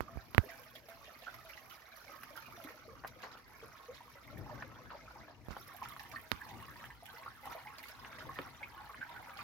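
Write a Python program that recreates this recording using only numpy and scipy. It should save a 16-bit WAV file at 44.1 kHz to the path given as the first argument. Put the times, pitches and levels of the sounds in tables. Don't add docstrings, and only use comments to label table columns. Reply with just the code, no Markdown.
import sys
import numpy as np
from scipy import signal
from scipy.fft import rfft, irfft, next_fast_len
from scipy.io import wavfile
from scipy.ndimage import map_coordinates

SR = 44100
rng = np.random.default_rng(int(sys.argv[2]) if len(sys.argv) > 2 else 0)


def inscribe(sig):
    pcm = np.round(np.clip(np.atleast_2d(sig).T, -1, 1) * 32767)
    wavfile.write(sys.argv[1], SR, pcm.astype(np.int16))


N = 415863

# time_s, nearness (0 far, 1 at the water), babble_right_minus_left_db, treble_db
CAMERA_PATH = [(0, 0, 6.5, -1.5), (0.45, 0.4, 6.5, 1), (2.2, 0.32, 7.5, 0.5), (2.9, 0.31, 4.5, -1),
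               (4.2, 0.6, 3, -1), (4.56, 0.26, 3.5, -2.5), (4.8, 0.37, 0.5, -2.5), (5.42, 0.33, 0.5, -2.5),
               (5.55, 0.58, 4, 0.5), (6.6, 0.87, 3, 0.5), (7.6, 0.9, 1.5, -0.5), (8.2, 0.8, 1, -1),
               (9.43, 1, 2, -1.5)]
# freq_hz, correlation
STEREO_IMAGE = [(60, 0.47), (250, 0.69), (700, 1), (1400, 1), (3000, 0.055), (7000, 0.091)]
# freq_hz, gain_db
AIR_EQ = [(15, -41), (35, -17), (58, 10), (90, -11), (150, -8), (400, -35), (1500, -34.5)]
# time_s, level_db
GRIP_LEVEL = [(0, -60.5), (1.9, -72), (3, -62.5), (4.2, -66.5), (4.36, -47.5), (4.58, -51), (5.25, -64),
              (5.48, -61), (6.28, -63.5), (6.48, -57.5), (7, -62.5), (7.9, -66), (8.2, -55), (8.6, -62.5)]
# freq_hz, gain_db
CASE_EQ = [(20, -46), (50, -6), (85, -2.5), (130, 0), (175, -10.5), (240, -6.5), (400, -15), (900, -24),
           (3000, -62)]
# start_s, click_db, click_width_ms, ring_share, push_db, buzz_db
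FINGER_TAPS = [(.0067, -13, 0.12, 0.28, -27, -41), (0.158, -41, 0.13, 0.91, -27, -54.5),
               (.173, -29, 0.16, .4, -23.5, -67), (0.3479, -14, 0.065, 0.17, -32, -43.5),
               (0.3808, 0, 0.12, 4.1, -5.5, -42), (0.39, -36, .6, .1, -7, -51),
               (5.485, -27.5, 0.19, 0.5, -29, -54), (5.507, -38, 0.18, .2, -28, -41),
               (6.3171, -6.5, 0.056, 0.79, -58, -37.5), (6.327, -56, .6, .1, -26.5, -58)]
# pitch_hz, gain_db, t60_s
CASE_RINGS = [(980, -8, 0.0024), (1620, -0.5, 0.0022), (3610, -7.5, 0.0089)]
# freq_hz, gain_db
BUZZ_EQ = [(80, 0), (260, 9), (650, -12), (1200, 5), (1800, -10), (2600, -13), (3700, -13), (5000, -14),
           (9000, -29.5)]
# start_s, level_db, centre_hz, t60_s
TWIG_KNOCKS = [(2.126, -45, 1260, 0.015), (2.235, -36, 1630, 0.0077), (3.036, -38.5, 1200, 0.1),
               (3.047, -29, 1100, 0.026), (3.075, -43, 4530, 0.031), (3.237, -33, 1250, 0.016),
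               (3.353, -43, 1110, 0.015), (4.623, -32, 1320, 0.03), (4.904, -43, 1390, .025),
               (5.566, -31, 880, 0.021), (5.964, -36.5, 1120, 0.016), (6.841, -37, 1500, 0.014),
               (7.232, -41, 1700, .012), (8.047, -36.5, 1940, 0.033), (8.13, -40, 1940, 0.0071),
               (8.388, -23.5, 1580, 0.01), (8.39, -34, 380, 0.077), (8.944, -40.5, 1690, 0.025),
               (9.295, -42.5, 1500, 0.017)]
# start_s, level_db, pitch_hz, decay_s
POCKET_NOTES = [(.09, -53, 672, 0.47), (.492, -47.5, 664, 0.24), (.492, -62, 2330, 1.3),
                (.885, -50.5, 670, 0.48), (1.45, -53, 652, 0.24)]
# pitch_hz, width_hz, far_db, near_db
HOLLOW_RINGS = [(498, 28, -4.5, 3), (663, 5.9, 0, -4), (782, 7.7, -3, 6.5), (847, 9.5, -2, 6.5),
                (950, 6.8, -11, 11.5), (1086, 15, -9.5, 4.5)]
# start_s, level_db, decay_s
WAVELETS = [(0.885, -55, .03), (1.27, -52.5, 0.027), (1.456, -62, 0.047), (2.363, -56, 0.017),
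            (2.682, -54, .025), (3.23, -43.5, 0.033), (3.314, -61, .05), (4.904, -46.5, 0.032),
            (4.942, -57, 0.026), (5.098, -50.5, 0.016), (5.193, -52, 0.022), (5.276, -52.5, 0.032),
            (7.259, -47.5, 0.014), (7.497, -50, 0.037), (8.051, -52, 0.017), (8.804, -52, .02),
            (9.191, -47.5, 0.018)]
# freq_hz, gain_db
SLOSH_EQ = [(100, -30), (260, -2.5), (400, -6), (600, -3.5), (1000, 4), (1700, -2), (2500, -14), (4500, -5),
            (7000, -28), (12000, -44)]
# start_s, splash_db, spray_db, decay_s
BREAKING_RIPPLES = [(0.488, -53, -79, 0.017), (0.751, -51.5, -54, 0.017), (1.04, -58, -79, 0.034),
                    (1.218, -60.5, -72, 0.077), (1.34, -60, -53.5, 0.013), (1.491, -56.5, -57, 0.018),
                    (1.569, -57, -63, .025), (0.883, -62, -55, 0.028), (1.696, -60, -55, 0.048),
                    (1.96, -64, -51, 0.0077), (2.232, -46, -40.5, 0.0035), (2.362, -54.5, -50, 0.02),
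                    (2.637, -53, -46, 0.01), (2.687, -56, -63, .025), (3.068, -56, -52, 0.012),
                    (3.219, -52, -63, 0.029), (3.313, -58, -68, 0.018), (3.373, -56.5, -65, 0.016),
                    (3.942, -55.5, -67, 0.033), (4.378, -73, -51.5, 0.0088), (5.674, -60, -57, 0.018),
                    (5.764, -60, -50, 0.008), (5.827, -51.5, -56, 0.019), (5.885, -51, -47, 0.0095),
                    (5.993, -51, -56.5, 0.021), (6.115, -47, -52.5, 0.0093), (6.487, -53, -61, .015),
                    (6.851, -58, -53, 0.013), (7.055, -54, -53.5, 0.011), (7.454, -58, -53, 0.011),
                    (7.517, -51.5, -56, 0.015), (7.781, -45, -49, 0.0069), (7.828, -54, -55, 0.031),
                    (7.883, -48.5, -51, 0.01), (8.184, -55, -71, 0.038), (8.34, -58.5, -67, 0.021),
                    (8.412, -58, -66, 0.025), (9.37, -52.5, -60.5, 0.048)]
# freq_hz, gain_db
SPLASH_EQ = [(900, -70), (1800, 10), (2700, 6.5), (4000, 5.5), (5800, 2.5), (7200, 2.5), (9000, -34),
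             (15000, -43)]
# start_s, level_db, pitch_hz
PLINKS = [(.08, -44, 1204), (0.397, -45, 1580), (0.436, -44.5, 400), (.488, -47, 1940), (1.078, -48.5, 604),
          (1.267, -37.5, 1374), (1.277, -42.5, 1496), (1.237, -52, 2690), (1.495, -49.5, 2270),
          (1.533, -48, 2740), (2.08, -48.5, 2180), (2.374, -38.5, 1380), (2.457, -49, 2450),
          (2.575, -46.5, 678), (2.647, -39, 282), (2.878, -49, 447), (2.929, -53.5, 520),
          (3.262, -48.5, 426), (3.625, -46, 445), (3.884, -43, 484), (3.91, -45.5, 540), (4.005, -46, 946),
          (4.494, -41.5, 920), (4.511, -36, 630), (4.903, -44.5, 1270), (4.945, -43.5, 590),
          (5.077, -46.5, 1310), (5.156, -46.5, 837), (5.296, -48, 636), (5.816, -36, 1028),
          (5.823, -44.5, 848), (5.854, -39, 1315), (5.905, -48, 1080), (6, -49, 850), (6.136, -42, 1180),
          (6.159, -32.5, 1804), (6.409, -40.5, 1617), (6.489, -46.5, 814), (6.513, -43.5, 826),
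          (6.623, -43, 1106), (6.681, -43.5, 1123), (6.839, -40.5, 1710), (6.903, -40, 1770),
          (7.024, -47.5, 684), (7.088, -44, 1543), (7.221, -46, 1087), (7.261, -35, 1167),
          (7.272, -40.5, 1377), (7.43, -48, 810), (7.452, -43, 870), (7.549, -41.5, 638), (7.579, -44, 995),
          (7.658, -46.5, 848), (7.67, -38, 2106), (8.127, -46, 1410), (8.206, -41, 1440), (8.266, -46, 513),
          (8.29, -37.5, 1120), (8.357, -40, 1800), (8.366, -46, 998), (8.629, -34.5, 2190),
          (8.776, -41, 1450), (8.798, -50, 836), (8.861, -44, 816), (8.893, -38, 1146), (9.009, -45, 1490),
          (9.015, -32.5, 1576), (9.104, -49, 654), (9.162, -38, 1506), (9.388, -35.5, 1190)]
# time_s, level_db
FLOW_LEVEL = [(0.0, -61), (0.56, -54.5), (0.82, -63.5), (0.9, -58), (1.54, -55.5), (1.9, -61.5),
              (2.0, -55.5), (2.7, -53.5), (2.8, -58.5), (3.32, -57), (3.44, -63), (3.56, -55),
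              (4.22, -58.5), (4.56, -51), (4.74, -58), (5.16, -55), (5.3, -60), (5.42, -64.5),
              (5.52, -55.5), (6.15, -53.5), (6.26, -57), (6.4, -55), (6.68, -56), (6.88, -55.5), (7.0, -63),
              (7.14, -52.5), (7.4, -60), (7.46, -49), (7.72, -56), (8.36, -51), (8.56, -56), (9.42, -52.5)]
# freq_hz, gain_db
GURGLE_EQ = [(100, -27), (240, 2.5), (390, -2.5), (490, 1.5), (650, 10), (900, -29), (1600, -60)]
# freq_hz, gain_db
BABBLE_FAR_EQ = [(350, -2), (650, -7.5), (850, -11.5), (1300, 2.5), (1700, -4.5), (2300, -3), (2800, -28),
                 (3600, -26), (7000, -41)]
BABBLE_NEAR_EQ = [(250, -18), (400, -29), (600, -15), (900, -2), (1150, -1), (1500, 2), (2050, 4),
                  (2700, -6.5), (3600, -24), (7000, -59)]
# freq_hz, gain_db
TRICKLE_FAR_EQ = [(1200, -10), (2400, 0), (3200, -8.5), (4300, -3.5), (5800, 0.5), (7200, -10.5),
                  (9000, -25), (15000, -28)]
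TRICKLE_NEAR_EQ = [(1200, -32), (2400, -4), (3100, 1.5), (4000, 1), (5800, -2), (7200, -8.5), (9000, -16),
                   (15000, -35)]
# freq_hz, gain_db
SPRAY_FAR_EQ = [(4000, -5), (8500, -68), (10000, -7), (11500, 4), (12600, 5), (14000, -2), (16000, -5)]
SPRAY_NEAR_EQ = [(3000, -39), (6000, -8), (8500, -3.5), (10500, 2.5), (12500, 3), (14000, 6.5),
                 (16000, 0.5)]


def amp(db):
    return 10 ** (np.asarray(db) / 20)


def unit(x):
    return x / np.sqrt(np.mean(x ** 2) + 1e-20)


def along(points, hz):
    freqs, values = np.transpose(points)
    return np.interp(np.log(hz + 1), np.log(freqs), values)


def curves(rows):
    times, *columns = np.transpose(rows)
    return [np.interp(np.arange(N) / SR, times, column) for column in columns]


def wobble(rate):
    return map_coordinates(rng.standard_normal(int(N * rate / SR) + 4), [np.arange(N) * rate / SR])


def flutter(rate, decay_s):
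    when, strength = rng.random((int(rate * N / SR), 2)).T
    t = np.arange(SR // 5) / SR
    kicks = np.bincount((when * N).astype(int), strength, N)
    swell = np.sqrt(np.abs(signal.fftconvolve(kicks, envelope(t, 0.00053, decay_s))[:N]))
    return unit(swell - swell.mean())


def envelope(t, attack_s, decay_s):
    return (1 - np.exp(-t / attack_s)) * np.exp(-t / decay_s)


def filtered(x, response):
    size = next_fast_len(x.shape[-1] + SR // 4)
    return irfft(rfft(x, size) * response(np.fft.rfftfreq(size, 1 / SR)), size)[..., :x.shape[-1]]


def coloured(x, eq):
    return unit(filtered(x, lambda hz: amp(along(eq, hz))))


def by_distance(x, far_eq, near_eq):
    near = curves(CAMERA_PATH)[0]
    return (1 - near) * coloured(x, far_eq) + near * coloured(x, near_eq)


def pan(right_db):
    return amp([[-right_db / 2], [right_db / 2]])


def add(track, start_s, sound):
    part = track[:, max(0, round(start_s * SR)):][:, :sound.shape[-1]]
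    part += sound[..., :part.shape[-1]]


def wash():
    def mid_side_gains(hz):
        angle = np.arccos(along(STEREO_IMAGE, hz)) / 2
        return np.array([np.cos(angle), np.sin(angle)])
    mid, side = filtered(rng.standard_normal((2, N)), mid_side_gains)
    return unit(np.array([mid + side, mid - side]))


def ring(t, hz, t60, rise=0):
    t = np.maximum(t, 0)
    tone = np.sin(2 * np.pi * hz * t * (1 + rise * t / t60 / 2))
    return tone * amp(-60 * t / t60) * (1 - np.exp(-2 * hz * t))


def banks(x, wet_db, t60):
    out, t = np.zeros((2, N)), np.arange(SR // 6) / SR
    for start in range(0, N, SR // 4):
        tail = rng.standard_normal((2, len(t))) * amp(-60 * t / t60) * (1 - np.exp(-t / 0.014))
        tail /= np.linalg.norm(tail[0])
        add(out, start / SR, signal.fftconvolve(x[:, start:start + SR // 4], tail, axes=1))
    return x + amp(wet_db) * out


def hollow(x):
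    near, out = curves(CAMERA_PATH)[0], x.copy()
    for hz, width_hz, far_db, near_db in HOLLOW_RINGS:
        note = signal.lfilter(*signal.iirpeak(hz, hz / width_hz, fs=SR), x)
        out += amp(far_db + (near_db - far_db) * near) * note
    return out


def swarm(rate, low_hz, high_hz, cycles, spread_db, rise, samples):
    when, pitch, life, strength, place, glide = rng.random((int(rate * N / SR), 6)).T[:, :, None]
    hz = low_hz * (high_hz / low_hz) ** pitch
    t60 = np.minimum(cycles * 2 ** (2 * life - 1) / hz, samples / SR)
    gain = amp(-spread_db * np.log(np.maximum(strength, .03)))
    lag_s = (place - .7) * 0.00033
    index = ((when * N).astype(int) + np.arange(samples)).ravel()
    t = np.arange(samples) / SR
    channels = [gain * ring(t - side * lag_s / 2, hz, t60, rise * (glide - .3)) for side in (1, -1)]
    return unit(np.array([np.bincount(index, rings.ravel(), N)[:N] for rings in channels]))


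def crackle(rate, spread_db, clump_db, noise_db):
    when, strength, left, right = rng.random((int(rate * N / SR), 4)).T
    gain = amp(-spread_db * np.log(np.maximum(strength, .01)))
    index = (when * N).astype(int)
    pops = np.array([np.bincount(index, gain * (share - .5), N) for share in (left, right)])
    pops = banks(pops, wet_db=4, t60=0.017) * amp(clump_db * flutter(rate=120, decay_s=0.0035))
    return unit(pops) + amp(noise_db) * wash()


def strays(rate):
    when, strength, size = rng.random((int(rate * N / SR), 3)).T
    start_s = when * N / SR
    level_db = np.interp(start_s, *np.transpose(FLOW_LEVEL)) + 6 * (strength - .5)
    return zip(start_s, level_db, size)


def air():
    return amp(-72.5 + 3 * wobble(7)) * coloured(wash(), AIR_EQ)


def handling():
    level_db, = curves(GRIP_LEVEL)
    return amp(level_db + 2.7 * wobble(14)) * coloured(wash(), CASE_EQ) * amp([[1], [-5]])


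def taps():
    lead_s, buzz_t60 = 0.002, 0.15
    out, t = np.zeros((2, N)), np.arange(SR // 8) / SR - lead_s
    after = np.maximum(t, 0)
    bass_cut = signal.butter(4, 62, "high", fs=SR, output="sos")
    port_band = signal.butter(2, [11000, 13500], "band", fs=SR, output="sos")
    for start_s, click_db, width_ms, ring_share, push_db, buzz_db in FINGER_TAPS:
        width_s = width_ms / 1000
        spike = -np.exp(-(t / width_s) ** 2 / 2)
        case = sum(amp(db) * np.exp(-(2 * np.pi * hz * width_s) ** 2 / 2) * ring(t, hz, t60)
                   for hz, db, t60 in CASE_RINGS)
        port = amp(-11) * ring(t, hz=12300, t60=0.0012)
        burst = rng.standard_normal(len(t)) * np.exp(-np.abs(t) / width_s / 2)
        rattle = amp(-25) * signal.sosfilt(port_band, burst)
        click = amp(click_db) * (spike + ring_share * case + port + rattle)
        push = amp(push_db + 13.5) * envelope(after, attack_s=0.0084, decay_s=0.031)
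        buzz = coloured(rng.standard_normal(len(t)), BUZZ_EQ)
        buzz *= amp(buzz_db - 60 * after / buzz_t60) * (t > 0)
        add(out, start_s - lead_s, signal.sosfilt(bass_cut, click + push + buzz))
    return out * amp([[-36], [0]])


def twigs():
    out, t = np.zeros((2, N)), np.arange(SR // 6) / SR
    for start_s, db, hz, t60 in TWIG_KNOCKS:
        noise = rng.standard_normal(len(t)) + 0.29 * rng.standard_normal((2, len(t)))
        burst = noise * amp(-60 * t / t60)
        wood = signal.lfilter(*signal.butter(1, [hz / 1.4, hz * 1.33], "band", fs=SR), burst)
        wood = signal.lfilter(*signal.butter(4, hz * 1.62, fs=SR), wood)
        add(out, start_s, amp(db) * wood / np.abs(wood).max())
    return banks(out, wet_db=-6.5, t60=0.058)


def air_pockets():
    out, t = np.zeros((2, N)), np.arange(SR // 2) / SR
    fade = np.cos(np.pi * t) ** 2
    for start_s, db, hz, decay_s in POCKET_NOTES:
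        add(out, start_s, amp(db) * pan(3) * ring(t, hz, decay_s, rise=0.019) * fade)
    return out


def spray(level):
    mist = crackle(rate=1400, spread_db=5, clump_db=2.2, noise_db=-1)
    fizz = swarm(rate=300, low_hz=6000, high_hz=15000, cycles=28, spread_db=5, rise=0.05, samples=256)
    return level * by_distance(mist + amp(-1) * fizz, SPRAY_FAR_EQ, SPRAY_NEAR_EQ) * amp([[-18], [3]])


def sloshes():
    level, t = np.zeros((1, N)), np.arange(SR // 3) / SR
    for start_s, db, decay_s in WAVELETS:
        add(level, start_s, amp(db) * envelope(t, 0.0022, decay_s))
    froth = swarm(rate=1100, low_hz=239, high_hz=5460, cycles=21, spread_db=1, rise=0.14, samples=768)
    slop = coloured(froth + amp(-5) * wash(), SLOSH_EQ)
    return banks(level * slop * pan(1), wet_db=-5.5, t60=0.068)


def splashes():
    levels, t = np.zeros((2, N)), np.arange(SR // 6) / SR
    lesser = [(start_s, db - 9.5, db - 10, 0.0061 * (.5 + size)) for start_s, db, size in strays(2.5)]
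    for start_s, splash_db, spray_db, decay_s in BREAKING_RIPPLES + lesser:
        add(levels, start_s, amp([[splash_db], [spray_db]]) * envelope(t, 0.0012, decay_s))
    splash_level, spray_level = levels
    fizz = swarm(rate=630, low_hz=1357, high_hz=6000, cycles=29, spread_db=4.5, rise=0.083, samples=512)
    droplets = crackle(rate=1800, spread_db=4, clump_db=2.5, noise_db=-8)
    spatter = splash_level * coloured(fizz + amp(-2.5) * droplets, SPLASH_EQ) * pan(4.5)
    return amp(2.5) * banks(spatter, wet_db=-3, t60=0.049) + spray(amp(1) * spray_level)


def drips():
    low_hz, high_hz = 604, 2095
    pinch_off_s, splash_decay_s, shake_hz, shadow_hz = 0.0014, 0.008, 130, 1160
    out, t = np.zeros((2, N)), np.arange(SR // 5) / SR - np.array([[0], [.00007]])
    path_s, _, right_db, _ = np.transpose(CAMERA_PATH)
    weaker = [(start_s, db + 6, low_hz * (high_hz / low_hz) ** size) for start_s, db, size in strays(3)]
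    for start_s, db, hz in PLINKS + weaker:
        t60 = 0.056 * (1000 / hz) ** 0.35
        plink = ring(t, hz, t60, rise=0.035) * (1 - np.exp(-np.abs(t) / pinch_off_s))
        for delay, detune in rng.random((4, 2)):
            shed_hz = hz * 2 ** (0.3 * (detune - .35))
            plink += amp(-9) * ring(t - 0.33 * t60 * delay, shed_hz, t60 * 0.7, rise=0.031)
        shake, spatter = rng.standard_normal(t.shape)
        shake = unit(signal.lfilter(*signal.butter(2, shake_hz, fs=SR), shake))
        plink *= 1 + 0.42 * shake
        spatter = unit(signal.lfilter(*signal.butter(2, [hz / 1.62, hz * 1.61], "band", fs=SR), spatter))
        plink += amp(-20) * spatter * np.exp(-t / splash_decay_s)
        lean_db = np.interp(start_s, path_s, right_db) * hz / shadow_hz
        add(out, start_s, amp(db) * pan(lean_db) * plink)
    return banks(hollow(out), wet_db=-7.5, t60=0.081)


def trickle(flow_db, near, treble_db):
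    small = swarm(rate=600, low_hz=2260, high_hz=7130, cycles=18, spread_db=5, rise=0.041, samples=768)
    small = banks(small, wet_db=3, t60=0.035)
    ticks = crackle(rate=900, spread_db=2.5, clump_db=4.5, noise_db=0)
    steady_db = flow_db.mean() + 0.69 * (flow_db - flow_db.mean())
    level = amp(steady_db - 7.5 - 2 * near + treble_db)
    return level * by_distance(small + amp(3) * ticks, TRICKLE_FAR_EQ, TRICKLE_NEAR_EQ)


def gurgle(flow_db, near):
    big = swarm(rate=90, low_hz=221, high_hz=803, cycles=57, spread_db=3.5, rise=0.05, samples=4096)
    big = banks(big, wet_db=-6.5, t60=0.34)
    return amp(flow_db - 6 - 10.5 * near) * coloured(big + amp(3) * wash(), GURGLE_EQ) * pan(-3)


def babble(flow_db, near, right_db):
    middling = swarm(rate=300, low_hz=653.3, high_hz=2878, cycles=34.6, spread_db=2.5, rise=0.016,
                     samples=2560)
    middling = banks(middling, wet_db=-4, t60=0.11)
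    churn = crackle(rate=600, spread_db=6, clump_db=5, noise_db=4)
    level = amp(flow_db - 4 + 2 * near + np.array([-right_db, right_db]) / 2)
    return level * by_distance(middling + amp(-5) * churn, BABBLE_FAR_EQ, BABBLE_NEAR_EQ)


def stream():
    flow_db, = curves(FLOW_LEVEL)
    near, right_db, treble_db = curves(CAMERA_PATH)
    surge = amp(0.6 * wobble(10) + 0.5 * flutter(rate=45, decay_s=0.07))
    body = surge * hollow(gurgle(flow_db, near) + babble(flow_db, near, right_db))
    sparkle = surge ** 0.77 * trickle(flow_db, near, treble_db)
    spray_db = flow_db - 11 + 0.5 * near + 2.94 * treble_db
    return body + sparkle + spray(amp(spray_db) * surge ** 0.8)


def scene():
    water = stream() + sloshes() + splashes() + drips() + air_pockets()
    return water + twigs() + taps() + handling() + air()


def record(dry):
    return filtered(np.clip(dry, -1, 1), lambda hz: hz < 15950)


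dry = scene()
out = record(dry)
inscribe(out)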